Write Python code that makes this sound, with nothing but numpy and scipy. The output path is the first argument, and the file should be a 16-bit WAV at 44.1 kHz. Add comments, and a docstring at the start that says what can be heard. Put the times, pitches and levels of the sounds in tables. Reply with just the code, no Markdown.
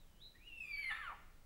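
"""A forest, one microphone among the trunks. First a bird slurs down and swoops up into a chirp.
Right after it a cougar calls once: a high, nearly pure whistle rises, sags and swells, breaks
into a rasp as a slower vibration joins in, then falls away by more than an octave.
Near and far trunks scatter both voices, and the tail fades into a low rumble and a faint hiss."""
import sys
import numpy as np
from scipy import signal
from scipy.fft import rfft, irfft
from scipy.io import wavfile

SR = 44100
rng = np.random.default_rng(int(sys.argv[2]) if len(sys.argv) > 2 else 0)


def int16_out(signal):
    """Quantize to a 16-bit WAV file."""
    q = np.round(np.clip(np.atleast_2d(signal).T, -1, 1) * 32767)
    wavfile.write(sys.argv[1], SR, q.astype(np.int16))


N = 63945
T = np.arange(N) / SR


def from_db(db):
    """Decibels to gain."""
    return 10 ** (np.asarray(db) / 20)


def unit_rms(x):
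    """Scale to unit rms."""
    return x / np.sqrt(np.mean(x ** 2) + 1e-20)


def in_time(rows):
    """Each column of a timed curve at every sample."""
    times, *columns = np.transpose(rows)
    return [np.interp(T, times, column) for column in columns]


def phase_of(hz):
    """Running phase of a moving frequency."""
    return 2 * np.pi * np.cumsum(hz) / SR


def coloured(x, spectrum):
    """Shape a sound by a curve of frequency_hz, gain_db."""
    hz, db = np.transpose(spectrum)
    grid = np.maximum(np.fft.rfftfreq(2 * N, 1 / SR), 1)
    gain = from_db(np.interp(np.log(grid), np.log(hz), db))
    return irfft(rfft(x, 2 * N) * gain)[:N]


def drift(rate_hz):
    """Random wander up to a given rate, at unit rms."""
    lowpass = signal.butter(2, rate_hz, fs=SR, output="sos")
    return unit_rms(signal.sosfilt(lowpass, rng.standard_normal(2 * N))[N:])


def resonate(x, hz, width_hz):
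    """A steep-sided resonance."""
    r = np.exp(-np.pi * width_hz / SR)
    gain = (1 - r * r) / 2
    section = [gain, 0, -gain, 1, -2 * r * np.cos(2 * np.pi * hz / SR), r * r]
    return signal.sosfilt([section, section], x)


# the clear whistle, one list for its rise and one for its sag: time_s, pitch_hz
WHISTLE_PITCH = [
    [(0.34, 1692), (0.38, 2182), (0.42, 2490), (0.428, 2477), (0.44, 2672), (0.472, 2892), (0.53, 2705),
     (0.56, 2715), (0.59, 2671)],
    [(0.6, 2665), (0.648, 2476), (0.654, 2424), (0.676, 2387), (0.686, 2413), (0.76, 2256), (0.8, 2309),
     (0.852, 2115), (0.892, 2076)],
]
# the rasping fall: time_s, pitch_hz
FALL_PITCH = [(.9, 1980), (.911, 1782), (.925, 1755), (.955, 1857), (.995, 1839), (1.02, 1690),
              (1.046, 1537), (1.075, 1392), (1.097, 1195), (1.118, 1111), (1.132, 882.8), (1.15, 769)]
# strength of the call, ahead of the throat: time_s, level_db
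EFFORT = [(.33, -99), (.358, -64), (.375, -87), (.42, -68.5), (.46, -66.5), (.478, -55), (.51, -63.5),
          (.527, -55.5), (.56, -60.5), (.585, -48), (.599, -63), (.607, -45), (.632, -52.5), (.662, -57),
          (.733, -46), (.757, -50.5), (.785, -47.5), (.812, -55), (.83, -46), (.87, -46.5), (.893, -42.5),
          (.902, -45), (.915, -41), (.938, -51), (.98, -55), (1.005, -51.5), (1.058, -54), (1.08, -46.5),
          (1.1, -49), (1.13, -56.5), (1.145, -74), (1.165, -100)]
# gain on each part of the voice: time_s, octave_db, high_overtones_db, flutter_db, rasp_db, air_db
VOICE_MIX = [(.35, 2, 7, -30, -8.5, -23), (.5, -6, 3, -37, -9, -44), (.61, 1.5, 3.5, -58, -28, -37),
             (.66, 5.5, 13, -40, -26.5, -18), (.73, 7, 0, -63, -26, -26), (.80, 7.5, 9, -11, -6.5, -20),
             (.89, -8.5, 1.5, -66, -13.5, -24), (.904, -7, -4, -9.5, -6.5, -20),
             (.916, 7.5, -10, -7.5, -14.5, -5.5), (.97, 6, -1, 1, 3, -2.5), (1.008, -9, -9, -3, -11, -10),
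             (1.048, 7.5, -5, 4.5, -6, -6.5), (1.085, -4, -13, -24, -7.5, -20),
             (1.13, 2, -20.5, -10, 1.5, -22)]
# colour of throat and mouth: frequency_hz, gain_db
THROAT = [(300, -8.5), (550, 2), (800, 1), (1250, -0.5), (2000, 0.5), (2900, 0), (3250, -0.5), (3600, -5.5),
          (4400, 3), (5000, -16.5), (6700, -12.5), (7400, 5.5), (8400, -7), (9400, -3), (10700, 1.5),
          (12100, -6.5), (12900, -11), (16000, -27)]

def cougar(jitter_rate_hz=110, rasp_width_hz=322, flutter_ratio=0.272):
    """The cat at the mouth: a whistle, widened by an irregular rasp and joined by a slower vibration."""
    pitch, = in_time(np.vstack([*WHISTLE_PITCH, FALL_PITCH]))
    effort, = from_db(in_time(EFFORT))
    octave_gain, high_gain, flutter_gain, rasp, air_gain = from_db(in_time(VOICE_MIX))
    jitter = 0.0045 + 0.011 * rasp
    phase = phase_of(pitch * (1 + jitter * drift(jitter_rate_hz)))
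    slow_phase = phase_of(pitch * flutter_ratio * (1 + 0.0252 * drift(jitter_rate_hz)))
    upper = overtones(phase, octave_gain, high_gain)
    rough_level = 1 + rasp * drift(rasp_width_hz) / 2
    whistle = rough_level * np.sin(phase + rasp * drift(rasp_width_hz) / 2)
    tones = whistle + upper + flutter(phase, slow_phase, flutter_gain)
    return coloured(effort * (np.sqrt(2) * tones + air_gain * mouth_air()), THROAT)


# the whistle's overtones above the octave: pitch_multiple, relative_db
HIGH_OVERTONES = [(3, -35.5), (4, -36.5), (5, -31), (6, -45)]

def overtones(phase, octave_gain, high_gain, octave_db=-14.5, shimmer_db=2, shimmer_hz=14):
    """The whistle's octave, and higher overtones that swell and fade unevenly."""
    high = sum(from_db(db + shimmer_db * drift(shimmer_hz)) * np.sin(round(multiple) * phase)
               for multiple, db in HIGH_OVERTONES)
    return octave_gain * from_db(octave_db) * np.sin(2 * phase) + high_gain * high


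# tones beside the whistle: offset_in_flutter_rates, relative_db
SIDE_TONES = [(-1, -4), (1, -12), (2, -17)]

def flutter(phase, slow_phase, gain, break_s=0.922, break_width_s=0.021, break_db=-14.5):
    """The slower vibration adds side tones; a lower one sounds briefly as the voice breaks."""
    sides = sum(from_db(db) * np.sin(phase + round(offset) * slow_phase) for offset, db in SIDE_TONES)
    voice_break = from_db(break_db) * np.exp(-((T - break_s) / break_width_s) ** 2)
    return gain * sides + voice_break * np.sin(phase - 2 * slow_phase)


# resonances of the cat's mouth: centre_hz, width_hz, relative_db
MOUTH_MODES = [(525.5, 119, -27), (877, 110, -12), (1200, 200, 1.5), (1750, 140, -2), (2107, 640, -0.5),
               (2616, 160, -9), (3507, 340, -3), (4240, 210, -16), (7250, 600, -28.5), (10040, 2600, -24.5)]

def mouth_air():
    """Rushing air rings in the mouth."""
    rush = rng.standard_normal(N)
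    return unit_rms(sum(from_db(db) * resonate(rush, hz, width) for hz, width, db in MOUTH_MODES))


# the hoarse edge of the call: time_s, centre_hz, level_db
HOARSE_BAND = [(.5, 3600, -83), (.58, 3560, -81.5), (.7, 3480, -73), (.745, 3400, -73), (.77, 3110, -66),
               (.86, 3080, -64.5), (.885, 3020, -74), (.9, 2950, -52), (.92, 2780, -59), (.95, 2780, -90),
               (1, 2680, -90)]

def hoarseness(half_width_hz=85):
    """A narrow band of the cat's breath sinks in pitch above the whistle."""
    centre, db = in_time(HOARSE_BAND)
    phase = phase_of(centre)
    band = drift(half_width_hz) * np.sin(phase) + drift(half_width_hz) * np.cos(phase)
    sounding = (T > HOARSE_BAND[0][0]) & (T < HOARSE_BAND[-1][0])
    return from_db(db) * band * sounding


# a bird among the same trees: time_s, pitch_hz, level_db
BIRD_CALL = [(0, 3950, -74), (.035, 3530, -84.5), (.08, 3120, -88), (.16, 2904, -82.5), (.198, 3126, -76),
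             (.222, 3840, -59.5), (.235, 3830, -60), (.27, 3920, -58.5), (.287, 3990, -69),
             (.305, 3950, -81), (.32, 3895, -120)]

def bird(buzz_hz=108.8, swing_hz=168, buzz_depth=0.37):
    """A thin downward slur swoops up into a chirp, buzzing as it gets loud."""
    pitch, db = in_time(BIRD_CALL)
    level = from_db(db)
    buzz_phase = phase_of(buzz_hz * (1 + 0.063 * drift(40)))
    buzz = np.sin(buzz_phase) * np.sqrt(level / level.max())
    return np.sqrt(2) * level * (1 + buzz_depth * buzz) * np.sin(phase_of(pitch + swing_hz * buzz))


# echoes off the ground and the near trunks: delay_s, gain_db
NEAR_ECHOES = [(0.0143, -7), (0.03, -17), (.047, -18), (.071, -25.5)]
# what the far trunks send back: frequency_hz, gain_db
FAR_COLOUR = [(500, 3.5), (1200, -5.5), (1800, -1), (2500, 3.5), (4000, -2.5), (8000, -4), (12000, 4.5)]

def forest(direct, tail_db=-7, t60_s=0.74, build_s=0.0067):
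    """Sound reaches the microphone directly, as near echoes and as a diffuse tail from far trunks."""
    near = sum(from_db(db) * np.interp(T - delay, T, direct, left=0) for delay, db in NEAR_ECHOES)
    scatter = rng.standard_normal(N) * from_db(-60 * T / t60_s) * (1 - np.exp(-T / build_s))
    far = signal.fftconvolve(coloured(direct, FAR_COLOUR), scatter / np.linalg.norm(scatter))[:N]
    return direct + near + from_db(tail_db) * far


# low rumble of the air around the microphone: frequency_hz, relative_db
RUMBLE_COLOUR = [(8.8, -18.5), (15, 4), (65, -13.5), (97, -17.5), (278, -27.5), (308, -27), (407, -32.5),
                 (458, -37.5), (500, -45), (650, -45), (1100, -120)]
# faint hiss: frequency_hz, relative_db
HISS_COLOUR = [(200, -8.5), (500, 2.5), (1000, -2.5), (2000, -5.5), (4000, -8.5), (8000, -11), (12000, -13),
               (15000, -12.5), (15700, -12.5)]
# electrical whine: pitch_hz, level_db
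WHINE_TONES = [(13629, -93.5), (15625, -88.5)]

def background(rumble_db=-60.5, hiss_db=-73.5):
    """The steady bed under the calls: rumbling air, even hiss and a faint electrical whine."""
    rumble = from_db(rumble_db) * unit_rms(coloured(rng.standard_normal(N), RUMBLE_COLOUR))
    hiss = from_db(hiss_db) * unit_rms(coloured(rng.standard_normal(N), HISS_COLOUR))
    whine = sum(np.sqrt(2) * from_db(db) * np.sin(2 * np.pi * hz * T) for hz, db in WHINE_TONES)
    return rumble + hiss + whine


def scene():
    """Cat and bird from one spot among the trees, in mono, over the background."""
    calls = cougar() + hoarseness() + bird()
    return (forest(calls) + background())[None]


def record(dry, cutoff_hz=15800):
    """A steep low-pass cuts the highest treble from the microphone's signal."""
    return signal.sosfilt(signal.ellip(12, 0.1, 70, cutoff_hz, fs=SR, output="sos"), dry)


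dry = scene()
out = record(dry)
int16_out(out)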